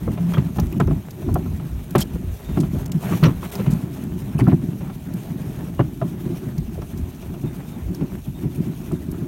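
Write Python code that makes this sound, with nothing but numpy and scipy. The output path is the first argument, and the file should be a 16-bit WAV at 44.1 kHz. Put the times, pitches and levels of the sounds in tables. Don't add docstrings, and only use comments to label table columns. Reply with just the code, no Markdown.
import sys
import numpy as np
from scipy import signal
from scipy.fft import rfft, irfft, next_fast_len
from scipy.io import wavfile
from scipy.ndimage import uniform_filter1d, map_coordinates

SR = 44100
rng = np.random.default_rng(int(sys.argv[2]) if len(sys.argv) > 2 else 0)


def natural_amplitude(level_db):
    exponent = np.asarray(level_db, float) / 20
    return 10 ** exponent


def put_to_file(sound):
    columns = np.atleast_2d(sound).T
    safe = np.clip(columns, -1, 1)
    whole_steps = np.round(safe * 32767)
    wavfile.write(sys.argv[1], SR, whole_steps.astype(np.int16))


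N = 408807

# mode_hz, width_hz, level_db
HULL = [
    (129.1, 48.5, -4),
    (173.4, 45, -.5),
    (232.5, 73, -8.5),
]
# mode_hz, width_hz, level_db
BOARDS = [
    (269, 65, -11),
    (366.5, 46, -8),
]
# mode_hz, width_hz, level_db
PLANK = [(384, 85, 1), (586, 70, 1.5), (662, 31, -4.5), (890, 57, -5), (1000, 89, -4.5), (1400, 200, -8.5),
         (1510, 120, -13), (1810, 400, -19.5)]
THUMP_RISE_S, THUMP_FALL_S = 0.013, 0.038


def unit(x):
    return x / np.sqrt(np.mean(x ** 2) + 1e-20)


def peaked(x):
    return x / np.abs(x).max()


def curves(rows):
    s, *cols = np.transpose(rows)
    return [np.interp(np.arange(N) / SR, s, c) for c in cols]


def wobble(rate):
    knots = rng.standard_normal(int(N * rate / SR) + 4)
    return map_coordinates(knots, [np.arange(N) * rate / SR])


def filtered(x, response):
    m = next_fast_len(len(x) + 2048)
    return irfft(rfft(x, m) * response(np.fft.rfftfreq(m, 1 / SR)), m)[:len(x)]


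def coloured(x, spectrum):
    f, db = np.transpose(spectrum)
    return unit(filtered(x, lambda hz: natural_amplitude(np.interp(np.log(hz + 1), np.log(f), db, -120, -120))))


def resonances(modes):
    def response(f):
        total = 0
        for k, (c, w, db) in enumerate(modes):
            total = total + (-1) ** k * natural_amplitude(db) * 1j * f * w / (c * c - f * f + 1j * f * w)
        return total
    return response


def gritty(per_s, spread_db, share, patchy_db):
    z = signal.stft(rng.standard_normal(N), nperseg=512)[2]
    field = uniform_filter1d(rng.standard_normal(z.shape), size=6, axis=0)
    field = uniform_filter1d(field, size=6, axis=1)
    noise = signal.istft(z * natural_amplitude(patchy_db * unit(field)), nperseg=512)[1][:N]
    force = rng.standard_normal(N) * natural_amplitude(spread_db * rng.exponential(size=N))
    breaks = (rng.random(N) < per_s / SR) * force
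    share = np.clip(share, 0, 1)
    return np.sqrt(1 - share) * unit(noise) + np.sqrt(share) * unit(breaks)


def add(track, s, sound):
    at = track[round(s * SR):][:len(sound)]
    at += sound[:len(at)]


def ring(hz, t60, attack):
    t = np.arange(SR // 8) / SR
    return np.sin(2 * np.pi * hz * t) * natural_amplitude(-60 * t / max(t60, .002)) * (1 - np.exp(-t / attack))


def burst(t60, attack):
    t = np.arange(SR // 8) / SR
    return rng.standard_normal(len(t)) * natural_amplitude(-60 * t / max(t60, .004)) * (1 - np.exp(-t / attack))


def swells(events, rise_s, fall_s):
    t, power = np.arange(N) / SR, np.zeros(N)
    for s, db in events:
        near = slice(max(round((s - .25) * SR), 0), round((s + .35) * SR))
        lag = t[near] - s
        power[near] += natural_amplitude(2 * db) * np.exp(-(lag / np.where(lag < 0, rise_s, fall_s)) ** 2)
    return power


def thumps():
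    # start_s, peak_db, mode_hz, boards_db
    deep = [(.072, -9, 89, -13.5), (.38, -1, 141.6, -24), (.583, -11, 129, -9.5), (.807, -4.5, 150, -9),
            (.88, -6, 148, -18), (.958, -12, 100, -34), (1.269, -12.5, 227, -5), (1.957, -5, 134, -5),
            (2.573, -3.5, 143.4, -8), (2.746, -10, 141, -13), (2.944, -8.5, 163.5, -34),
            (3.109, -7.5, 183, -9), (3.228, 0.5, 156, -29), (3.672, -5, 136, -18), (3.726, -5.5, 161, -23),
            (4.35, -7.5, 144, -20), (4.413, -4, 131.6, -6), (4.474, -0.5, 143.4, -13),
            (4.528, -5, 134, -6.5), (4.638, -8.5, 134, -17), (5.136, -13.5, 182, -32),
            (5.796, -3, 127, -3.5), (6.02, -9, 139, -8), (6.584, -11.5, 150, -25), (7.437, -12, 144, -6.5),
            (8.011, -11.5, 164, -20), (8.278, -13, 140, -15), (8.44, -8, 168, -19),
            (8.583, -10.5, 167, -11), (8.923, -10, 149, -6.5)]
    # start_s, peak_db, mode_hz
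    prints = [(0.017, -17, 171), (.35, -10, 166), (6.2, -22, 175), (6.235, -19.5, 175), (6.318, -13.5, 167),
              (6.47, -17.5, 170), (3.127, -10, 169), (.62, -11, 85), (.915, -10, 170), (1.308, -12, 90),
              (2.6, -9, 159), (2.955, -11, 150), (1.462, -19, 150), (1.586, -17.5, 123), (2.146, -16, 171),
              (2.496, -15.5, 128), (2.9, -14, 167), (3.247, -4, 161), (3.271, -2, 138), (4.44, -7.5, 141),
              (3.449, -14, 170), (8.672, -12.5, 193), (3.596, -9, 188), (3.836, -12.5, 155),
              (4.815, -15.5, 178), (5.305, -18, 155), (5.468, -17, 122), (6.299, -17, 337),
              (6.43, -20.5, 360), (6.679, -19.5, 221), (6.816, -22.5, 172), (6.934, -17.5, 94),
              (6.998, -18.5, 236), (7.307, -16, 169), (7.561, -17.5, 179), (7.68, -21, 157),
              (7.899, -13.5, 180), (8.129, -21, 177), (8.374, -21, 141), (9.083, -14.5, 149),
              (9.221, -12.5, 147)]
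    return deep + [(s, db, hz, -16.5) for s, db, hz in prints]


def unevenness_db():
    # centre_s, level_db
    dips_and_swells = [(.53, -4), (1.03, -3), (1.86, -4), (2.35, -3.5), (2.68, -2), (2.99, -5.5), (3.2, -5.5),
                       (3.49, -5), (4.78, -4), (4.96, -4), (5.03, -4), (5.24, -3), (5.77, -3), (5.98, -4),
                       (6.39, -5.5), (6.65, -3), (6.88, -5.5), (8.23, -9), (8.32, -7), (8.52, -3.5), (8.77, -8),
                       (9.0, -2.5), (9.06, -3.5), (.13, 3.5), (.47, 3), (1.45, 2.5), (1.62, 1.5), (2.03, 5),
                       (2.8, 1.5), (3.06, 3.5), (3.71, 3.5), (4.24, 3), (4.32, 3.5), (4.46, 3), (4.52, 5),
                       (5.1, 4.5), (5.43, 4), (5.61, 4.5), (6.15, 3.5), (6.27, 3.5), (6.49, 3.5), (7.07, 3.5),
                       (7.5, 3), (7.61, 5), (7.77, 4.5), (8.05, 4), (8.45, 3), (8.69, 2.5)]
    half_s = 0.028
    out, hump = np.zeros(N + SR), signal.windows.hann(round(4 * half_s * SR))
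    for s, db in dips_and_swells:
        add(out, s - 2 * half_s, db * hump)
    return out[:N]


def hull():
    # time_s, level_db
    bumpiness = [(0, -28), (.25, -23), (.5, -22.5), (.77, -22.5), (.95, -34), (1.06, -34), (1.27, -23.5),
                 (1.9, -32), (2.19, -28.5), (2.39, -37), (2.55, -29.5), (3.17, -23.5), (3.54, -33),
                 (4.3, -23), (5.21, -28), (6.3, -27), (7.15, -33), (9.27, -25)]
    # centre_s, level_db
    lurches = [(0.1, -22), (0.4, -22.4), (0.63, -20), (0.89, -17), (1.32, -17), (1.5, -23), (1.77, -22),
               (1.99, -27), (2.17, -28), (2.3, -22.5), (2.53, -22), (2.67, -26.5), (2.77, -23), (3.28, -23),
               (3.36, -25.5), (3.73, -28), (4.07, -30), (4.42, -28), (5.81, -30), (6.63, -24.5),
               (6.8, -22.5), (7.03, -24.5), (7.26, -27.7), (7.45, -32), (7.86, -24.5), (8.17, -31.5),
               (8.29, -30.5), (8.5, -32), (8.94, -32), (9.1, -29)]
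    # frequency_hz, density_db (per Hz)
    sway_spectrum = [(22, -30), (32, -9), (45, -2), (65, 0), (90, -1), (120, -14), (160, -60)]
    ride_db, = curves(bumpiness)
    shudder = swells([(s + 0.01, db - 11.5) for s, db, *_ in thumps()], THUMP_RISE_S, THUMP_FALL_S)
    boom_gain = np.sqrt(natural_amplitude(2 * ride_db) + shudder) * natural_amplitude(unevenness_db())
    lurch = swells(np.add(lurches, [0, -2.5]), rise_s=0.044, fall_s=0.052)
    steady_db = -41 + 0.49 * (ride_db - ride_db.mean())
    sway_gain = np.sqrt(natural_amplitude(2 * steady_db) + lurch)

    jolts = natural_amplitude(1.5 * wobble(25) + .6 * wobble(9))
    shake = gritty(per_s=60, spread_db=1.2, share=0.3, patchy_db=0.56) * jolts
    boom = unit(filtered(shake, lambda f: resonances(HULL)(f) / (1 + (f / 300) ** 4)))
    boards = unit(filtered(shake, lambda f: resonances(BOARDS)(f) / (1 + (f / 450) ** 6)))
    slats = unit(filtered(shake, lambda f: resonances(PLANK[1:])(f) / (1 + (f / 1500) ** 4)))
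    boards += natural_amplitude(-22.5) * slats
    sway = coloured(rng.standard_normal(N) * natural_amplitude(0.9 * wobble(13)), sway_spectrum)
    boards_gain = natural_amplitude(-14.5 + 3.34 * wobble(4.5))
    return boom_gain * (natural_amplitude(-3.5) * boom + boards_gain * boards) + sway_gain * sway


def runners():
    # time_s, level_db
    hardness = [(0, -46), (.31, -41), (.59, -46.5), (1.0, -48.5), (1.35, -47), (2.27, -47.5), (2.66, -43.5),
                (2.98, -43), (3.1, -33.5), (3.36, -44.5), (3.59, -38), (3.8, -45), (4.65, -47.5),
                (5.52, -45.5), (5.99, -49.5), (6.38, -45), (6.7, -48.5), (9.27, -47.5)]
    hooves = [1.22, 1.84, 2.15, 2.37, 2.45, 3.451, 3.71, 3.94, 4.19, 4.64, 4.95, 5.42, 5.56, 5.65, 5.94,
              6.09, 6.21, 6.98, 7.1, 7.22, 7.42, 7.56, 7.69, 8.25, 8.43, 8.56, 8.86]
    # frequency_hz, density_db (per Hz)
    scrape_spectrum = [(240, -32), (400, -0.5), (507, -10.5), (641, -7), (1200, -16), (1350, -16.5),
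                       (1970, -19.5), (2520, -23.5), (4200, -37.5), (5460, -65), (9240, -120)]
    # frequency_hz, density_db (per Hz)
    hiss_spectrum = [(2240, 0.5), (3800, -2.5), (4830, -8), (6190, -3), (7870, -7), (9310, -3), (10500, -7),
                     (12700, 0), (15100, -6.5), (16000, -1)]
    scrape_db, = curves(hardness)
    hiss_db = -54 + (scrape_db - scrape_db.mean())
    spray = swells([(s, -50.5) for s in hooves], rise_s=0.011, fall_s=0.011)
    grind = swells([(s, db - 40) for s, db, *_ in thumps()], THUMP_RISE_S, THUMP_FALL_S)
    rough = .3 * wobble(13) + .8 * wobble(35)
    scrape = coloured(gritty(per_s=700, spread_db=2.5, share=0.24, patchy_db=2.0), scrape_spectrum)
    hiss = coloured(gritty(per_s=2500, spread_db=1.3, share=0.35, patchy_db=2.6), hiss_spectrum)
    scrape_gain = np.sqrt(natural_amplitude(2 * scrape_db) + grind) * natural_amplitude(0.3 + 1.6 * rough + 0.65 * unevenness_db())
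    open_air = natural_amplitude(2 * -56)
    hiss_gain = np.sqrt(natural_amplitude(2 * hiss_db + 6 * rough) + spray + open_air)
    return scrape_gain * scrape + hiss_gain * hiss


def ruts():
    out, t60, rows = np.zeros(N), 0.098, thumps()
    chances = rng.standard_normal((len(rows), len(HULL)))
    for (s, db, hz, boards_db), chance in zip(rows, chances):
        main = ring(hz, t60, 0.0067)
        others = sum(natural_amplitude(level + 2 * c) * ring(f, 0.77 * t60, 0.0044) for (f, _, level), c in zip(HULL, chance))
        jar = burst(0.46 * t60, 0.0036)
        boards = peaked(filtered(jar, lambda f: resonances(BOARDS)(f) / (1 + (f / 450) ** 6)))
        add(out, s, natural_amplitude(db) * (natural_amplitude(1.04) * main + natural_amplitude(-10.0) * others + natural_amplitude(boards_db - 1.5) * boards))
    return out


def taps():
    # start_s, peak_db, mode_hz
    slaps = [(0.039, -26, 203), (0.075, -18.5, 218), (0.284, -23, 202), (0.495, -20, 234),
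             (0.587, -13, 202), (0.807, -14, 299), (0.911, -12, 269), (1.223, -24, 347), (1.359, -15, 350),
             (1.467, -22, 215), (1.955, -9, 326), (2.155, -20, 261), (2.487, -21, 240), (2.535, -18, 210),
             (2.573, -10, 340), (2.741, -17, 202), (2.871, -26, 234), (2.944, -18, 229), (3.227, -9, 353),
             (3.665, -18, 285), (4.411, -10, 256), (4.475, -10, 231), (4.626, -16, 258), (5.799, -7, 353),
             (6.02, -15, 300), (6.686, -23, 229), (6.784, -19, 337), (6.934, -26, 307), (7.439, -17, 231),
             (7.769, -19, 240), (7.874, -23, 240), (8.279, -22, 229), (8.586, -17, 223), (8.677, -19, 242),
             (8.829, -26, 240), (8.922, -16, 240), (9.142, -24, 202), (9.22, -23, 258)]
    out, t60, rise_s = np.zeros(N), 0.062, 0.0033
    for s, db, hz in slaps:
        upper = ring(1.9 * hz, .5 * t60, rise_s)
        add(out, s - .002, natural_amplitude(db - 3) * (ring(hz, t60, rise_s) + natural_amplitude(-11) * upper))
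    return out


def shafts():
    # start_s, peak_db, loudest_mode_hz, snap_db
    knocks = [(.078, -19, 450, -40), (0.176, -28.5, 683, -5.5), (0.337, -24.5, 1130, -3),
              (.371, -21.5, 1250, -25), (.381, -23, 890, -6.5), (0.562, -32, 686, -20),
              (.586, -16.5, 705, -14), (.801, -11.5, 592, -19), (0.876, -21, 437, -20),
              (0.91, -23.5, 600, -15), (1.288, -23, 600, -25), (1.357, -16.5, 714, -31),
              (1.461, -29, 600, -40), (1.952, -7, 560, -14), (2.156, -29.5, 460, -14),
              (2.571, -19.5, 695, -16), (3.124, -22.5, 1130, -13), (3.229, -18.5, 1100, -6),
              (3.237, -17, 1300, 0.5), (3.254, -19, 1200, -4), (3.283, -24, 1000, -11),
              (3.263, -15.5, 510, -21), (3.43, -21.5, 890, -20), (3.597, -21.5, 454, -10),
              (3.663, -27, 945, -5.5), (4.391, -17.5, 664, -37), (4.472, -16.5, 686, -32),
              (4.521, -21.5, 700, -33), (4.81, -32, 550, -9), (4.898, -30, 780, -8.5),
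              (5.794, -11.5, 550, -36), (6.016, -17.5, 664, -22), (8.01, -27, 452, -12),
              (8.915, -29.5, 662, -17)]
    # start_s, peak_db
    rattles = [(1.221, -33.5), (1.598, -30), (2.489, -32.5), (2.633, -28), (6.819, -29.5), (7.226, -34),
               (7.341, -35.5), (7.437, -35), (9.14, -37.5)]
    out, t60 = np.zeros(N), 0.09
    for s, db, hz, snap_db in knocks + [(s, db, 600, -8.5) for s, db in rattles]:
        body = filtered(burst(t60, .003), lambda f: 1 / (1 + 1j * f / (1.47 * hz)) ** 2)
        contact = burst(0.054, 0.0011) + natural_amplitude(-1) * body
        contact[30] += 8
        modes = resonances(PLANK + [(hz, 110, 3)])
        wood = filtered(contact, lambda f: modes(f) / (1 + 1j * f / (3.5 * hz)) ** 2)
        snap = filtered(burst(1.12 * t60, 0.00038), lambda f: resonances([(2500, 1500, 0)])(f) ** 2)
        add(out, s - .001, natural_amplitude(db) * (natural_amplitude(1.0) * peaked(wood) + natural_amplitude(snap_db - 3.0) * peaked(snap)))
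    return out


def crust():
    # start_s, peak_db, strongest_hz
    ticks = [(.1176, -34, 9220), (.337, -29, 6000), (.381, -34, 4020), (.599, -19.5, 6400),
             (.725, -27, 13500), (0.8007, -24, 8250), (.8719, -33, 6370), (1.108, -28.5, 6300),
             (7.34, -37, 2500), (7.226, -41, 2800), (6.582, -41, 2300), (1.342, -21, 13700),
             (1.9083, -27.5, 12800), (1.956, -21, 12500), (1.982, -14, 8700), (2.006, -14, 13200),
             (2.5915, -25, 5400), (2.603, -25, 8540), (2.86, -25, 7000), (2.919, -21.5, 8050),
             (2.919, -24, 3000), (3.237, -19, 4200), (3.5239, -30, 12500), (3.554, -19.5, 6130),
             (4.038, -30, 11800), (4.389, -29, 5600), (4.441, -33, 4300), (4.482, -30, 11000),
             (4.543, -37, 11000), (5.138, -29.5, 12400), (6.5806, -28.5, 6240), (6.819, -33, 5950),
             (6.976, -35, 6000), (7.948, -26.5, 5970), (8.919, -32.5, 9000), (9.1157, -29, 11800)]
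    out = np.zeros(N)
    for s, db, hz in ticks:
        ice = resonances([(hz, 1800, 0), (5000, 5000, -6), (13000, 5000, -6)])
        add(out, s - .001, natural_amplitude(db - 3.0) * peaked(filtered(burst(0.028, 0.00067), ice)))
    return out


def crunches():
    # start_s, length_s, centre_hz, width_hz,
    # level_db
    scuffs = [(1.978, 0.062, 5300, 10000, -30.5), (3.228, 0.048, 1500, 2200, -28),
              (3.7, .045, 7000, 9000, -40), (3.228, 0.051, 5700, 700, -37), (3.233, .015, 2200, 900, -24),
              (3.229, 0.023, 4100, 920, -30), (3.05, .045, 2000, 1200, -42), (4.392, .028, 2000, 1150, -32),
              (4.378, .016, 2700, 400, -41), (4.378, 0.027, 9900, 500, -44), (4.385, .03, 7000, 8000, -43),
              (4.398, .014, 4600, 400, -46), (4.475, 0.057, 1950, 2000, -44),
              (1.952, .016, 1360, 1300, -22), (1.975, 0.049, 1000, 1600, -31.5),
              (2.598, .018, 4500, 9200, -37.5), (2.568, 0.019, 1000, 1000, -31.5),
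              (.335, 0.018, 1700, 900, -32), (.376, 0.021, 2400, 1200, -37), (.722, .02, 2400, 1200, -43),
              (.73, .025, 1000, 300, -41), (3.11, 0.047, 2000, 1500, -38), (4.474, .03, 870, 820, -35),
              (4.518, .02, 1000, 810, -35), (.8, .018, 1260, 900, -23.5), (5.797, 0.021, 970, 800, -24.5),
              (1.14, .28, 361, 55, -34), (2.6, .035, 8200, 9000, -47), (3.43, .035, 1230, 1300, -37),
              (4.39, .04, 840, 900, -32), (4.8, 0.11, 840, 900, -43), (4.467, .007, 1240, 610, -26),
              (6.776, .022, 430, 220, -29), (2.743, 0.021, 470, 230, -29), (.335, 0.034, 3200, 400, -39)]
    # start_s, length_s, pitch_hz, level_db
    squeaks = [
        (2.013, .02, 3150, -28),
        (2.006, .026, 12700, -33),
        (2.012, .018, 5500, -31),
        (2.004, .012, 7600, -34),
        (9.11, .02, 11800, -46),
        (.17, .2, 174, -17),
        (5.783, .035, 2850, -41),
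    ]
    out = np.zeros(N)
    for s, length, hz, width_hz, db in scuffs:
        n = round(length * SR)
        lumps = natural_amplitude(3.5 * np.repeat(rng.standard_normal(n // 90 + 1), 90)[:n])
        mode = resonances([(hz, 1.3 * width_hz, 0)])
        crush = filtered(lumps * rng.standard_normal(n), lambda f: mode(f) ** 3)
        add(out, s, natural_amplitude(db - 3.5) * signal.windows.tukey(n, .45) * unit(crush))
    for s, length, hz, db in squeaks:
        n = round(length * SR)
        drift = np.cumsum(rng.normal(0, 0.19 * min(hz / 5000, 1), n))
        tone = np.sin(2 * np.pi * hz * np.arange(n) / SR + drift)
        add(out, s, natural_amplitude(db) * signal.windows.tukey(n, .5) * tone)
    return out


def bell():
    # start_s, level_db
    tinkles = [(2.44, -53), (2.475, -55), (2.535, -53), (7.455, -53), (7.66, -57), (7.72, -54), (8.34, -54),
               (8.94, -58)]
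    out, modes = np.zeros(N), resonances([(3660, 90, 0), (7400, 150, -8)])
    for s, db in tinkles:
        tinkle = filtered(burst(.18, .006), lambda f: modes(f) ** 2)
        add(out, s, natural_amplitude(db + 4.5) * peaked(tinkle))
    return out


def scene():
    ride = hull() + runners() + ruts() + taps() + shafts()
    return (ride + crust() + crunches() + bell())[None]


def band_limit(x):
    return signal.sosfilt(signal.butter(12, 17000, fs=SR, output="sos"), x)


def record(dry):
    # start_s, length_s
    dropouts = [(.577, .006), (.786, .011), (1.32, .005), (1.331, .006), (1.971, .006), (2.59, .01),
                (2.847, .008), (2.868, .012), (2.885, .011), (2.9, .017), (3.506, .009), (4.467, .007)]
    held = dry[0] / (1 + np.abs(dry[0] / .68) ** 6) ** (1 / 6)
    hole = np.zeros(N)
    for s, length in dropouts:
        add(hole, s, signal.windows.tukey(round(length * SR), .02 / (length + .02)))
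    flicker = np.clip(.93 + .1 * wobble(200), 0, .98)
    treble = filtered(held, lambda f: 1 / (1 + (1900 / (f + 1)) ** 6))
    kept = filtered(held - hole * flicker * treble, lambda f: (f < 15900) / (1 + (30 / (f + 1)) ** 4))
    return band_limit(kept[None])


dry = scene()
out = record(dry)
put_to_file(out)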